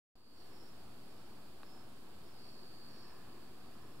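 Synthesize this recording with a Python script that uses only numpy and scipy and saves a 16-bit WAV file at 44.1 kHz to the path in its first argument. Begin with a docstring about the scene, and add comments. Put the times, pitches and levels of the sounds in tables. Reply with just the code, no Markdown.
"""A low far-off rumble and a soft rush fade in over microphone hiss: a quiet forest at night.
A bush cricket rasps twice in quick scraping strokes above a thin insect chorus and one far trill.
Crickets chirp with pulsed wing strokes that echo off trunks and leaves.
One small dry snap, a few briefly ringing modes, comes from a porcupine feeding close by."""
import sys
import numpy as np
from scipy import signal
from scipy.fft import rfft, irfft
from scipy.io import wavfile

SR = 44100
rng = np.random.default_rng(int(sys.argv[2]) if len(sys.argv) > 2 else 0)


def to_wav(sig):
    """Store sig (one row per channel, or 1-D mono) as 16-bit WAV at the path in sys.argv[1].

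    Samples outside -1..1 are clipped; the rate is SR.
    """
    pcm = np.clip(np.atleast_2d(sig), -1, 1) * 32767
    pcm = np.round(pcm).astype(np.int16)
    wavfile.write(sys.argv[1], SR, pcm.T)  # frames by channels


N = 176400
TIME = np.arange(N) / SR
FREQ = np.fft.rfftfreq(N, 1 / SR)


def amp(db):
    """Decibels to gain."""
    return 10 ** (np.asarray(db) / 20)


def unit(x):
    """Scale to rms 1."""
    return x / np.sqrt(np.mean(x ** 2) + 1e-30)


def spectrum(points):
    """Interpolate (frequency [Hz], value) on a log-frequency axis."""
    hz, value = np.transpose(points)
    return np.interp(np.log(FREQ + 1), np.log(hz + 1), value)


def envelope(points):
    """Gain over time from (time [s], level [dB])."""
    return amp(np.interp(TIME, *np.transpose(points)))


def drift(rate_hz):
    """Random wander below rate_hz, rms 1."""
    return unit(irfft(rfft(rng.standard_normal(N)) / (1 + (FREQ / rate_hz) ** 4), N))


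def pan(right_db):
    """Stereo gains from right minus left level."""
    return amp(np.array([[-.5], [.5]]) * right_db)


def noise(shape, corr, right_db):
    """Shaped stereo noise with left-right correlation corr; rms 1 before panning."""
    left, independent = rfft(rng.standard_normal((2, N)))
    corr = np.clip(corr, -.99, .99)
    right = corr * left + np.sqrt(1 - corr ** 2) * independent
    return pan(right_db) * unit(irfft(np.array([left, right]) * shape, N))


def tones(rows, corr, right_db):
    """Wavering tones: narrow noise bands from (centre [Hz], width [Hz], level [dB])."""
    return sum(amp(db) * noise(1 / (1 + ((FREQ - hz) / width_hz) ** 2) ** 1.2, corr, right_db)
               for hz, width_hz, db in rows)


def add(mix, start_s, sound):
    """Mix in a stereo sound at start_s."""
    part = mix[:, max(round(start_s * SR), 0):][:, :sound.shape[1]]
    part += sound[:, :part.shape[1]]


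def far_rumble():
    """Low noise, near mono in the bass, with a deep swell late on."""
    # (frequency [Hz], relative density [dB])
    rumble_spectrum = [(20, -15.5), (45, -8.5), (65, -7), (80, -0.5), (125, -4), (165, -2.5), (230, .5),
                       (295, -2), (360, 1), (420, -4), (570, -10), (800, -18), (2000, -32.5)]
    swell_spectrum = [(50, -20), (100, -2), (130, 0.5), (200, -0.5), (260, 1), (400, -4), (700, -40)]
    # (time [s], level [dB])
    swell_level = [(2.3, -80), (2.75, -70), (3.2, -65), (3.55, -74), (3.8, -68), (4, -62)]
    # (frequency [Hz], left-right correlation)
    correlation = [(30, 1), (100, 0.9), (200, 0.58), (340, .05), (500, 0.41), (900, 0.19)]
    corr = spectrum(correlation)
    steady = amp(-60 + .5 * drift(19)) * noise(amp(spectrum(rumble_spectrum)), corr, right_db=1.4)
    return steady + envelope(swell_level) * noise(amp(spectrum(swell_spectrum)), corr, right_db=0)


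def far_rush():
    """Soft midrange noise with a brighter, fluttering swell, as of a far breeze."""
    # (frequency [Hz], relative density [dB])
    rush_spectrum = [(300, -8.5), (570, -5.5), (690, 2.5), (950, -0.5), (1250, -1), (1450, -4), (1700, -7),
                     (2050, -19.5), (3000, -18.5), (6000, -34)]
    swell_spectrum = [(500, -8), (850, -4), (1050, 6.5), (1300, -2.5), (1500, -10), (1750, 2),
                      (2050, -17.5), (2700, -7), (4000, -37.5)]
    # (time [s], level [dB])
    swell_level = [(2.4, -80), (2.85, -71), (3.12, -65), (3.4, -69), (3.6, -77), (3.85, -68.5), (4, -74)]
    steady = amp(-66 + .51 * drift(4.2)) * noise(amp(spectrum(rush_spectrum)), corr=.66, right_db=2.4)
    swell_gain = envelope(swell_level) * amp(1.4 * drift(27))
    return steady + swell_gain * noise(amp(spectrum(swell_spectrum)), corr=.75, right_db=-1)


def microphone_hiss():
    """Even, wide hiss, a little louder on the right."""
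    # (frequency [Hz], relative density [dB])
    hiss_spectrum = [(500, -18), (2050, 1.5), (2550, 3), (3300, 2), (4200, 1.5), (5000, -2.5), (5450, -4.5),
                     (5700, -10.5), (6200, -8), (7300, -3.5), (9500, -4), (12500, -6), (15600, -8)]
    right_db = spectrum([(2000, 2.5), (3000, 4.2), (5000, 1.2), (7000, 1.1), (15000, .72)])
    corr = spectrum([(1500, -.11), (2300, -.36), (4500, -.062), (6000, -.15), (12000, -.069)])
    return amp(-66.5) * noise(amp(spectrum(hiss_spectrum)) * pan(right_db), corr, right_db=0)


def far_hums():
    """Faint low tones near the centre."""
    # (centre [Hz], width [Hz], level [dB])
    hums = [(126.5, 8, -73), (205, 10, -77), (760, 3.3, -81)]
    return tones(hums, corr=.93, right_db=-.8)


def thin_trill():
    """One far insect's narrow note comes and goes."""
    # (time [s], level [dB])
    trill_level = [(.3, -82), (1.4, -82), (1.9, -85), (2.3, -81), (2.6, -74), (3.1, -84), (3.35, -78),
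                   (3.72, -76), (3.9, -88)]
    pitch_hz, width_hz = 4625, 60
    return envelope(trill_level) * tones([(pitch_hz, width_hz, 0)], corr=-.3, right_db=1)


def bush_crickets():
    """A far chorus, and one nearer insect scraping in quick uneven strokes."""
    # (frequency [Hz], relative density [dB])
    rasp_spectrum = [(3700, -65), (4200, -12), (4320, -6), (4380, -10.5), (4480, -6), (4630, -5),
                     (4770, -6), (4880, -15.5), (5300, -33)]
    # (time [s], level [dB])
    chorus_level = [(.5, -75), (1.3, -73), (1.9, -77.5), (2.3, -74), (3.2, -71), (3.7, -76.5), (3.95, -79)]
    # (start [s], release [s], level [dB])
    calls = [(.1, 0.41, -63.5), (2.337, 3.04, -63.5)]
    rise_s, decay_s, stroke_hz, stroke_depth = .06, .074, 85, .41
    shape = amp(spectrum(rasp_spectrum))
    chorus = envelope(chorus_level) * amp(.5 * drift(5.4)) * noise(shape, corr=-.28, right_db=.5)
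    call_gain = np.zeros(N)
    for start_s, release_s, db in calls:
        attack = np.clip((TIME - start_s) / rise_s, 0, 1)
        decay = np.exp(-np.maximum(TIME - release_s, 0) / decay_s)
        call_gain += amp(db) * attack * decay
    rate_hz = stroke_hz * (1 + .11 * drift(12))
    strokes = unit(1 + stroke_depth * np.sin(2 * np.pi * np.cumsum(rate_hz) / SR))
    return chorus + call_gain * strokes * noise(shape, corr=-.73, right_db=1.5)


def forest_echoes(x):
    """Direct sound plus sparse echoes from trunks and leaves."""
    t60_s, wet = .6, amp(1)
    taps = rng.standard_normal((2, SR)) * (rng.random((2, SR)) < .05)
    taps *= amp(-60 * TIME[:SR] / t60_s)
    taps /= np.linalg.norm(taps, axis=1, keepdims=True)
    return (x + wet * signal.fftconvolve(x, taps, axes=1)[:, :N]) / np.hypot(1, wet)


def chirp(length_s, hz, db, right_db):
    """A run of wing strokes that swells and dies; each stroke sags in pitch."""
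    stroke_hz, stroke_depth, sag_hz, jitter_hz = 41, .7, 55, 42
    t = np.arange(0, length_s, 1 / SR)
    stroke_phase = (stroke_hz * t + rng.random()) % 1
    pitch_hz = hz + sag_hz * (.5 - stroke_phase) + jitter_hz * drift(150)[:len(t)]
    swell = np.sqrt(abs(np.sin(np.pi * t / length_s)))
    strokes = 1 - stroke_depth * np.cos(2 * np.pi * stroke_phase)
    tone = np.sin(2 * np.pi * np.cumsum(pitch_hz) / SR)
    return amp(db) * pan(right_db) * unit(swell * strokes * tone)


def crickets():
    """Crickets chirp among the trees; far ones each hold a note."""
    # (start [s], length [s], pitch [Hz], level [dB], right minus left [dB])
    chirps = [(.34, 0.094, 5560, -77.5, 5), (0.477, .22, 5230, -77.5, 15), (0.501, 0.22, 5520, -75, 3),
              (1.07, 0.18, 5460, -78, 3), (1.40, .1, 5100, -87, 1), (1.632, 0.16, 5246, -70.5, 8),
              (2.228, 0.13, 5260, -75, -1), (2.39, 0.17, 5510, -78, 7), (2.88, 0.18, 5510, -76, 11),
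              (2.948, 0.22, 5270, -74.5, 1), (3.722, .16, 5430, -81.5, 3), (3.82, 0.27, 5260, -80, 2)]
    # (centre [Hz], width [Hz], level [dB])
    far_notes = [(4490, 35, -83), (5030, 30, -90), (5260, 90, -85)]
    near = np.zeros((2, N))
    for start_s, *row in chirps:
        add(near, start_s, chirp(*row))
    return forest_echoes(near) + tones(far_notes, corr=-.16, right_db=8.5)


def porcupine_snap():
    """One dry feeding snap: fast-damped modes and close ground reflections."""
    # (frequency [Hz], relative level [dB], t60 [s])
    modes = [(820, -51, .012), (1200, -42.5, 0.0094), (1550, -51, 0.012), (2510, -55, 0.014),
             (3980, -46, 0.0036)]
    # (delay [s], left gain, right gain)
    reflections = [(.0026, 0.19, 0.054), (.0045, 0.099, -0.22)]
    start_s, gain_db, highpass_hz, lowpass_hz = 1.6325, 1, 550, 4400
    t = TIME[:SR // 10]
    ring = sum(amp(gain_db + db - 60 * t / t60_s) * -np.sin(2 * np.pi * hz * t)
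               for hz, db, t60_s in modes)
    ring = signal.sosfilt(signal.butter(6, lowpass_hz, fs=SR, output="sos"), ring)
    ring = signal.sosfilt(signal.butter(1, highpass_hz, "high", fs=SR, output="sos"), ring)
    out = np.zeros((2, N))
    add(out, start_s, np.array([ring, ring]))
    for delay_s, left, right in reflections:
        add(out, start_s + delay_s, np.outer([left, right], ring))
    return out


def scene():
    """Night background, insects and the snap."""
    background = far_rumble() + far_rush() + microphone_hiss() + far_hums()
    return background + bush_crickets() + thin_trill() + crickets() + porcupine_snap()


def record(dry):
    """Small DC offset, opening silence, short fade-in, band limit."""
    dc_offset, silence_s, lowpass_hz = -.004, .155, 15740
    fade_in = envelope([(.23, -9.5), (.45, 0)]) * (TIME >= silence_s)
    lowpass = signal.firwin(2047, lowpass_hz, window=("kaiser", 9), fs=SR)
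    return signal.oaconvolve((dry + dc_offset) * fade_in, lowpass[None], "same")


dry = scene()
out = record(dry)
to_wav(out)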